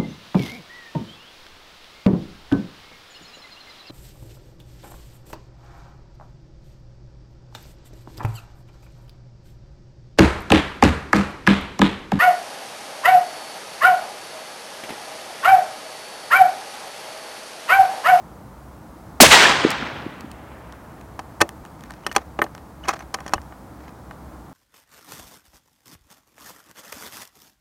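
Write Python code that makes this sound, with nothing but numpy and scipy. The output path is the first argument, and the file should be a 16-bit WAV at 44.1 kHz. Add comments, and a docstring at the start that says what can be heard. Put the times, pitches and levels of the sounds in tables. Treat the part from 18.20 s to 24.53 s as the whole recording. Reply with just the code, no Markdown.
"""Rifle shot and bolt cycling outdoors

One shot heard from beside the action: noise bursts make the blast, overloading the microphone. Scattered
grains, ever duller, are the return from trees and banks; short pulses are single echoes and low thumps.
The bolt is then lifted, drawn back, pushed home over a fresh brass round and locked: ringing steel modes,
clicks and rubbing grains. Shaped noise gives a soft outdoor rumble throughout."""
import sys
import numpy as np
from scipy import signal
from scipy.fft import rfft, irfft
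from scipy.io import wavfile
from scipy.ndimage import uniform_filter1d

SR = 44100
rng = np.random.default_rng(int(sys.argv[2]) if len(sys.argv) > 2 else 0)


def wrap_up_sound(samples):
    """Save the sound to the file named by the first command line argument, as 16-bit audio."""
    columns = np.atleast_2d(samples).T
    # keep every value between -1 and 1, then stretch to whole-number steps
    tamed = np.clip(columns, -1, 1)
    steps = np.round(tamed * 32767).astype(np.int16)
    wavfile.write(sys.argv[1], SR, steps)


N = 279153
T = np.arange(N) / SR
HIT_T = T[:SR // 4]  # time axis of one short event
SHOT_S = 1.003

# high modes of the small steel parts: f/Hz, relative level/dB, t60/s
STEEL_MODES = [(2626, 5.5, 0.027), (3440, 5, 0.0077), (4530, 6, 0.006), (5530, -5.5, 0.011),
               (5880, 3.5, 0.013), (6670, 6.5, 0.0081), (7260, 5, 0.01), (8760, 8.5, 0.0035),
               (9880, 9.5, 0.0037), (12800, 3, 0.0039)]


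def undb(db):
    """Decibels to amplitude gain."""
    return 10 ** (np.asarray(db) / 20)


def unit(x):
    """Scale to rms 1."""
    return x / np.sqrt(np.mean(x ** 2))


def colour(x, points):
    """Filter x by a response of (f/Hz, dB) points, linear in log f, then scale to rms 1."""
    hz, db = np.transpose(points)
    f = np.fft.rfftfreq(len(x), 1 / SR) + 1
    gain = undb(np.interp(np.log(f), np.log(hz), db))
    return unit(irfft(rfft(x) * gain, len(x)))


def bell(f, hz, octaves):
    """Gaussian weight around hz on an octave scale."""
    return np.exp(-.5 * (np.log2((f + 1) / hz) / octaves) ** 2)


def band(x, lo_hz, hi_hz, order=2):
    """Causal Butterworth band-pass."""
    edges_hz = [lo_hz, min(hi_hz, SR / 2 - 1)]
    return signal.sosfilt(signal.butter(order, edges_hz, "band", fs=SR, output="sos"), x)


def fade(t, t60):
    """Exponential decay from t = 0, down 60 dB at t60 seconds."""
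    return np.exp(-np.log(1000) * np.maximum(t, 0) / t60)


def envelope(t, rise_s, hold_s, t60):
    """Rise from t = 0, hold until hold_s, then die away."""
    return np.clip(t / rise_s, 0, 1) * fade(t - hold_s, t60)


def walk(rate_hz):
    """Random wander with a spread near 1, interpolated between rate_hz knots per second."""
    knots = rng.standard_normal(int(N / SR * rate_hz) + 2)
    return np.interp(T * rate_hz, np.arange(len(knots)), knots)


def grains(spread_db, size=N):
    """Dense tiny impulses of uneven size."""
    sizes = undb(spread_db * rng.standard_normal(size))
    return unit(rng.standard_normal(size) * sizes)


def ring(modes, weights=1):
    """Free ringing: a sum of decaying sines, one per mode."""
    hz, db, t60 = np.transpose(modes)
    sines = np.sin(2 * np.pi * hz[:, None] * HIT_T)
    return (undb(db) * weights) @ (sines * fade(HIT_T, t60[:, None]))


def add(out, s, x):
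    """Mix x into out at time s."""
    i = int(s * SR)
    out[i:i + len(x)] += x[:len(out) - i]


def burst(x, db, span_s=0.011):
    """Scale a short sound so that its energy equals rms level db held for span_s."""
    return x * undb(db) / np.sqrt(np.sum(x ** 2) / (span_s * SR))


def swings(rows):
    total = 0
    for s, hz, width_s, db in rows:
        age = T - s
        total = total + undb(db) * np.sin(2 * np.pi * hz * age) * np.exp(-(age / width_s) ** 2)
    return total


def outdoors(drone_db=-52):
    """Far rumble and soft hiss that wander slightly in level, with a steady low drone."""
    # outdoor background: f/Hz, relative density/dB
    air_points = [(15, -60.5), (25, -25.5), (46, -11), (66, 1.5), (91, -6.5), (126, -4), (227, -6.5),
                  (281, -8.5), (313, -5.5), (368, -14.5), (847, -12.5), (1300, -18), (1490, -22),
                  (2770, -36), (15500, -40.5)]
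    level_db = -42 + .5 * walk(4.4)
    air = colour(rng.standard_normal(N), air_points) * undb(level_db)
    drone = unit(band(rng.standard_normal(N), 59, 69))
    return air + undb(drone_db) * drone


def returns(ground_db=-8, ground_t60=0.75):
    """Scatter strength: the ground answers at once, then each belt of trees; powers add."""
    # belts of trees, near to far: first return t/s, level before air loss/dB
    belts = [(1.102, -3.5), (1.173, -8.5), (1.359, -19.5), (2.1, -36)]
    rise, hold, t60 = 0.18, 0.43, 5.55  # s per s of delay: farther belts are more drawn out
    power = (undb(ground_db) * fade(T - SHOT_S, ground_t60) * (T > SHOT_S)) ** 2
    for s, db in belts:
        delay_s = s - SHOT_S
        swell = envelope(T - s, rise * delay_s, hold * delay_s, t60 * delay_s)
        power = power + (undb(db) * swell) ** 2
    return np.sqrt(power)


def landscape(air_db_per_khz_s=5.0, rumble_db=-28, rumble_t60=3.4, patchy_db=1.0, flutter_db=1.0):
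    """Countless small reflections; air takes more treble the later they come. Lows roll on."""
    # tone before air loss: f/Hz, relative level/dB
    scatter_points = [(100, -25.5), (250, -6.5), (500, -2.5), (900, 1), (1700, 2), (3200, 0), (6000, -6),
                      (8800, -9), (9800, -16.5), (15500, -22)]
    f, t, cells = signal.stft(colour(grains(4.0), scatter_points), SR, nperseg=512)
    loss_db = air_db_per_khz_s * np.outer(f / 1000, np.maximum(t - SHOT_S, 0))
    # random patchiness over time and frequency makes the scatter slightly uneven
    patches = uniform_filter1d(rng.standard_normal(cells.shape), size=3, axis=1)
    patches = unit(uniform_filter1d(patches, size=7, axis=0))
    scatter = signal.istft(cells * undb(patchy_db * patches - loss_db), SR)[1][:N]
    scatter = scatter * returns() * undb(flutter_db * walk(140))
    rumble = unit(band(rng.standard_normal(N), 105, 340))
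    rumble = rumble * fade(T - SHOT_S, rumble_t60) * (T > SHOT_S)
    return scatter + undb(rumble_db) * rumble


def echoes():
    """Single echoes from banks and slopes, each a short pressure pulse."""
    # centre t/s, f/Hz, 1/e half-width/s, sine level before the Gaussian/dB
    return swings([(1.257, 1730, 0.0024, -2), (1.451, 350, .0019, 0.5), (1.4632, 338, .0023, -9.5),
                   (1.4697, 380, 0.0027, -15), (1.626, 1520, 0.0012, -16.5), (1.6282, 230, .0028, -19),
                   (1.8664, 280, 0.0026, -17.5), (2.0466, 264, 0.0039, -24.5)])


def contact(length_s, tail_db=-30, tail_t60=0.1):
    """A blow swells and breaks up into tiny impacts; nearby surfaces add a faint tail."""
    age = HIT_T / max(length_s, 1 / SR)
    press = np.sqrt(age) * np.exp(1 - age)
    return grains(3.1, size=len(HIT_T)) * (press + undb(tail_db) * fade(HIT_T, tail_t60))


def struck(hz, octaves):
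    """The action's modes near hz ring, each with a random sign."""
    # stock, receiver and bolt: f/Hz, relative level/dB, t60/s
    action_modes = [(166.5, 3.5, 0.05), (242, -4, 0.097), (333, 2, 0.089), (425, 1.5, 0.058),
                    (580.4, 0, 0.09), (670, 6, 0.035), (780, 6, 0.055), (838, 3, 0.05), (1016, 2.5, 0.042),
                    (1134, 0.5, 0.053), (1248, 3.5, 0.037), (1528, 4, 0.026), (1626, 1.5, 0.018),
                    (1820, 3.5, 0.045), (2100, -1, 0.035), (2440, -6, 0.035), (2885, 0, 0.043)]
    signs = rng.choice([-1, 1], len(action_modes))
    reach = bell(np.array(action_modes)[:, 0], hz, octaves)
    return unit(ring(action_modes, signs * reach))


def metallic(force, dry_share=1.0):
    """A contact heard directly and through the ringing small steel parts."""
    rung = signal.fftconvolve(force, ring(STEEL_MODES))[:len(force)]
    return unit(rung) + dry_share * unit(force)


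def slide(ring_share=0.2, rise_s=0.012, t60=0.12):
    """Steel catches and slips as the bolt travels or the hand rubs; small parts sing along."""
    # rubs of the bolt in its raceway and of the hand: start t/s, hold end after start/s, level/dB
    strokes = [(3.587, 0.44, -53), (3.945, 0.041, -43), (4.21, .03, -52), (4.63, 0.13, -41),
               (4.669, .03, -29), (4.79, 0.024, -41.5), (4.936, .22, -50.5), (5.595, 0.093, -50.5)]
    # tone of the rubbing: f/Hz, relative level/dB
    rub_points = [(250, -14), (700, 5.5), (1700, 2.5), (3000, -11), (6500, -15), (9000, -25), (15000, -27)]
    slips = grains(4.8) * undb(5.7 * walk(160))
    singing = unit(signal.fftconvolve(slips, ring(STEEL_MODES))[:N])
    effort = sum(undb(db) * envelope(T - s, rise_s, hold_s, t60) for s, hold_s, db in strokes)
    return colour(unit(slips) + ring_share * singing, rub_points) * effort


def pings(rise_s=0.001):
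    """Brass case, bolt body and fresh round ring on after being jolted."""
    # modes of each: f/Hz, relative level/dB, t60/s
    case_modes = [(8900, -5, .085), (12020, 1, 0.069), (11930, -19, 0.12), (14390, -9, .065)]
    bolt_modes = [(2942, 3.5, 0.026), (6150, -17, .06)]
    round_modes = [(6120, 1, .04)]
    # jolts of each: t/s, level/dB
    case_jolts = [(3.869, -50), (3.92, -45), (3.951, -41), (4.217, -31.5)]
    bolt_jolts = [(3.846, -40), (3.894, -37), (4.638, -31.5), (4.692, -34), (5.157, -37)]
    round_jolts = [(4.695, -28), (4.795, -40)]
    out = np.zeros(N)
    onset = 1 - np.exp(-HIT_T / rise_s)
    for modes, jolts in ((case_modes, case_jolts), (bolt_modes, bolt_jolts), (round_modes, round_jolts)):
        for s, db in jolts:
            add(out, s, undb(db) * ring(modes) * onset)
    return out


def ticks(tap_trim_db=-1, click_trim_db=1, tap_hz=1300):
    """Light, dry contacts of loose parts and fingers that barely stir the action."""
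    # t/s, tap on the action before trim/dB, click before trim/dB
    tick_rows = [(1.505, -55, -29), (1.516, -55, -38), (2.008, -51, -46), (2.115, -54, -46),
                 (2.524, -47, -50.5), (2.812, -54, -53.5), (3.291, -40.5, -39.5), (3.451, -42, -53),
                 (3.6372, -42, -50), (3.7068, -38, -47), (3.927, -48, -45), (3.981, -30, -45),
                 (4.265, -37.5, -65), (4.35, -40, -48), (4.379, -43.5, -52.5), (4.71, -34, -51),
                 (4.792, -40, -50), (4.806, -36, -57), (4.987, -37, -62), (5.094, -39, -50),
                 (5.1803, -32.5, -64), (5.217, -60, -53), (5.324, -41.5, -72), (5.9107, -36.5, -58.5)]
    # faint stray ticks as the fingers work the handle
    stray_count, stray_start_s, stray_end_s, stray_db, scatter_db = 5, 3.4, 3.85, -54, 2
    strays = []
    for when, size in rng.random((stray_count, 2)):
        s = stray_start_s + when * (stray_end_s - stray_start_s)
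        strays.append((s, stray_db, stray_db + scatter_db * (2 * size - 1)))
    out = np.zeros(N)
    for s, tap_db, click_db in list(tick_rows) + strays:
        # brighter the more the click outweighs the tap
        hz = 4630 * 2 ** (.012 * (click_db - tap_db))
        click = band(metallic(contact(0.00064), dry_share=6.2), hz / 3.0, hz * 1.35, order=1)
        add(out, s, burst(click, click_db + click_trim_db))
        tap = struck(tap_hz, 0.76) * fade(HIT_T, 0.09)
        add(out, s, burst(tap, tap_db + tap_trim_db))
    return out


def knocks(crack_share=0.51, shudder_db=-14, shudder_t60=0.23, click_hz=4350, sparkle_db=-8):
    """Each steel blow rings the same action; where it lands decides which modes speak most."""
    # handle met, bolt lifted, drawn back, stopped, spent case landing, round fed, bolt home, locked:
    # t/s, ring/dB, ring centre f/Hz, stock thud/dB, click/dB
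    blows = [(2.9919, -28.5, 983, -37, -41.5), (3.2047, -23, 1150, -34, -33.5),
             (3.2109, -16, 1260, -28, -23), (3.215, -10, 1320, -14, -16), (3.865, -23, 1470, -31, -28.5),
             (3.9146, -32, 1890, -44, -41.5), (3.9508, -31.5, 1320, -48, -43),
             (3.9624, -11.5, 850, -21, -19), (4.1897, -21.5, 900, -22, -49),
             (4.217, -14, 1560, -20.5, -42.5), (4.2397, -33, 690, -33.5, -42),
             (4.6833, -21, 955, -28.5, -27.5), (4.689, -22.5, 1040, -36, -29),
             (4.7353, -35, 1170, -38, -41), (4.941, -29.5, 930, -50, -31.5),
             (4.944, -25, 1030, -32.5, -29.5), (5.0037, -36, 940, -59, -47), (5.063, -36, 1190, -34.5, -45),
             (5.0788, -38.5, 1670, -45, -41), (5.1354, -15, 1100, -26.5, -24.5)]
    out = np.zeros(N)
    for s, ring_db, hz, thud_db, click_db in blows:
        force = contact(0.002)
        receiver = struck(hz, 0.49) + crack_share * unit(band(force, 440, 2260))
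        add(out, s, burst(band(receiver, 580, 4600), ring_db))
        stock = band(struck(465, 0.85), 116, 810)
        add(out, s, burst(stock, thud_db))
        # the bench and rest shudder on a little longer
        shudder = band(rng.standard_normal(len(HIT_T)), 260, 810) * fade(HIT_T, shudder_t60)
        add(out, s, burst(shudder, thud_db + shudder_db))
        click = metallic(force)
        add(out, s, burst(band(click, click_hz / 1.52, click_hz * 1.345, order=3), click_db))
        add(out, s, burst(band(click, 7340, 12500, order=3), click_db + sparkle_db))
    return out


def shoves():
    """The hand shoves the whole rifle at each end of the handle's swing: low pressure pulses."""
    # centre t/s, f/Hz, 1/e half-width/s, sine level before the Gaussian/dB
    return swings([(3.222, 93.6, 0.018, -29.5), (5.1615, 69.3, 0.0058, -25), (5.193, 85.4, 0.012, -36)])


def blast(rise_share=0.078):
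    """Shaped noise: shock front, hissing muzzle gas, low boom, slaps from ground and firing point."""
    # also the striker's fall, a lingering hiss and a deep after-swell:
    # t/s, hold/s, t60/s, centre f/Hz, width/octaves, level/dB
    parts = [(1.001, 0.0029, .004, 900, .9, -18), (1.003, 0.0053, .008, 760, .7, 6.5),
             (1.005, .022, 0.048, 4100, 1.2, 1), (1.005, 0.017, .08, 300, .55, -3),
             (1.029, .01, .07, 640, .7, -3), (1.03, .038, .045, 2100, 1.2, -11.5),
             (1.023, 0.093, .35, 7016, 0.53, -24.5), (1.036, 0.037, .2, 80, 0.95, -24.5)]
    out = np.zeros(N)
    f = np.fft.rfftfreq(len(HIT_T), 1 / SR)
    for s, hold_s, t60, hz, octaves, db in parts:
        phases = np.exp(2j * np.pi * rng.random(len(f)))
        turbulence = unit(irfft(phases * bell(f, hz, octaves), len(HIT_T)))
        swell = envelope(HIT_T, rise_share * hold_s, hold_s, t60)
        swell_rms = np.sqrt(np.mean(swell ** 2))
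        add(out, s, undb(db) * unit(turbulence * swell) * swell_rms)
    return out


def scene():
    """Everything as it reaches the one microphone."""
    shot = blast() + landscape() + echoes()
    bolt = knocks() + ticks() + pings() + slide() + shoves()
    return (shot + bolt + outdoors())[None]


def record(dry, top_hz=15800):
    """The input clips hard at full scale, then an elliptic low-pass cuts the top."""
    clipped = np.clip(dry, -1, 1)
    return signal.sosfilt(signal.ellip(8, .2, 70, top_hz, fs=SR, output="sos"), clipped)


dry = scene()
out = record(dry)
wrap_up_sound(out)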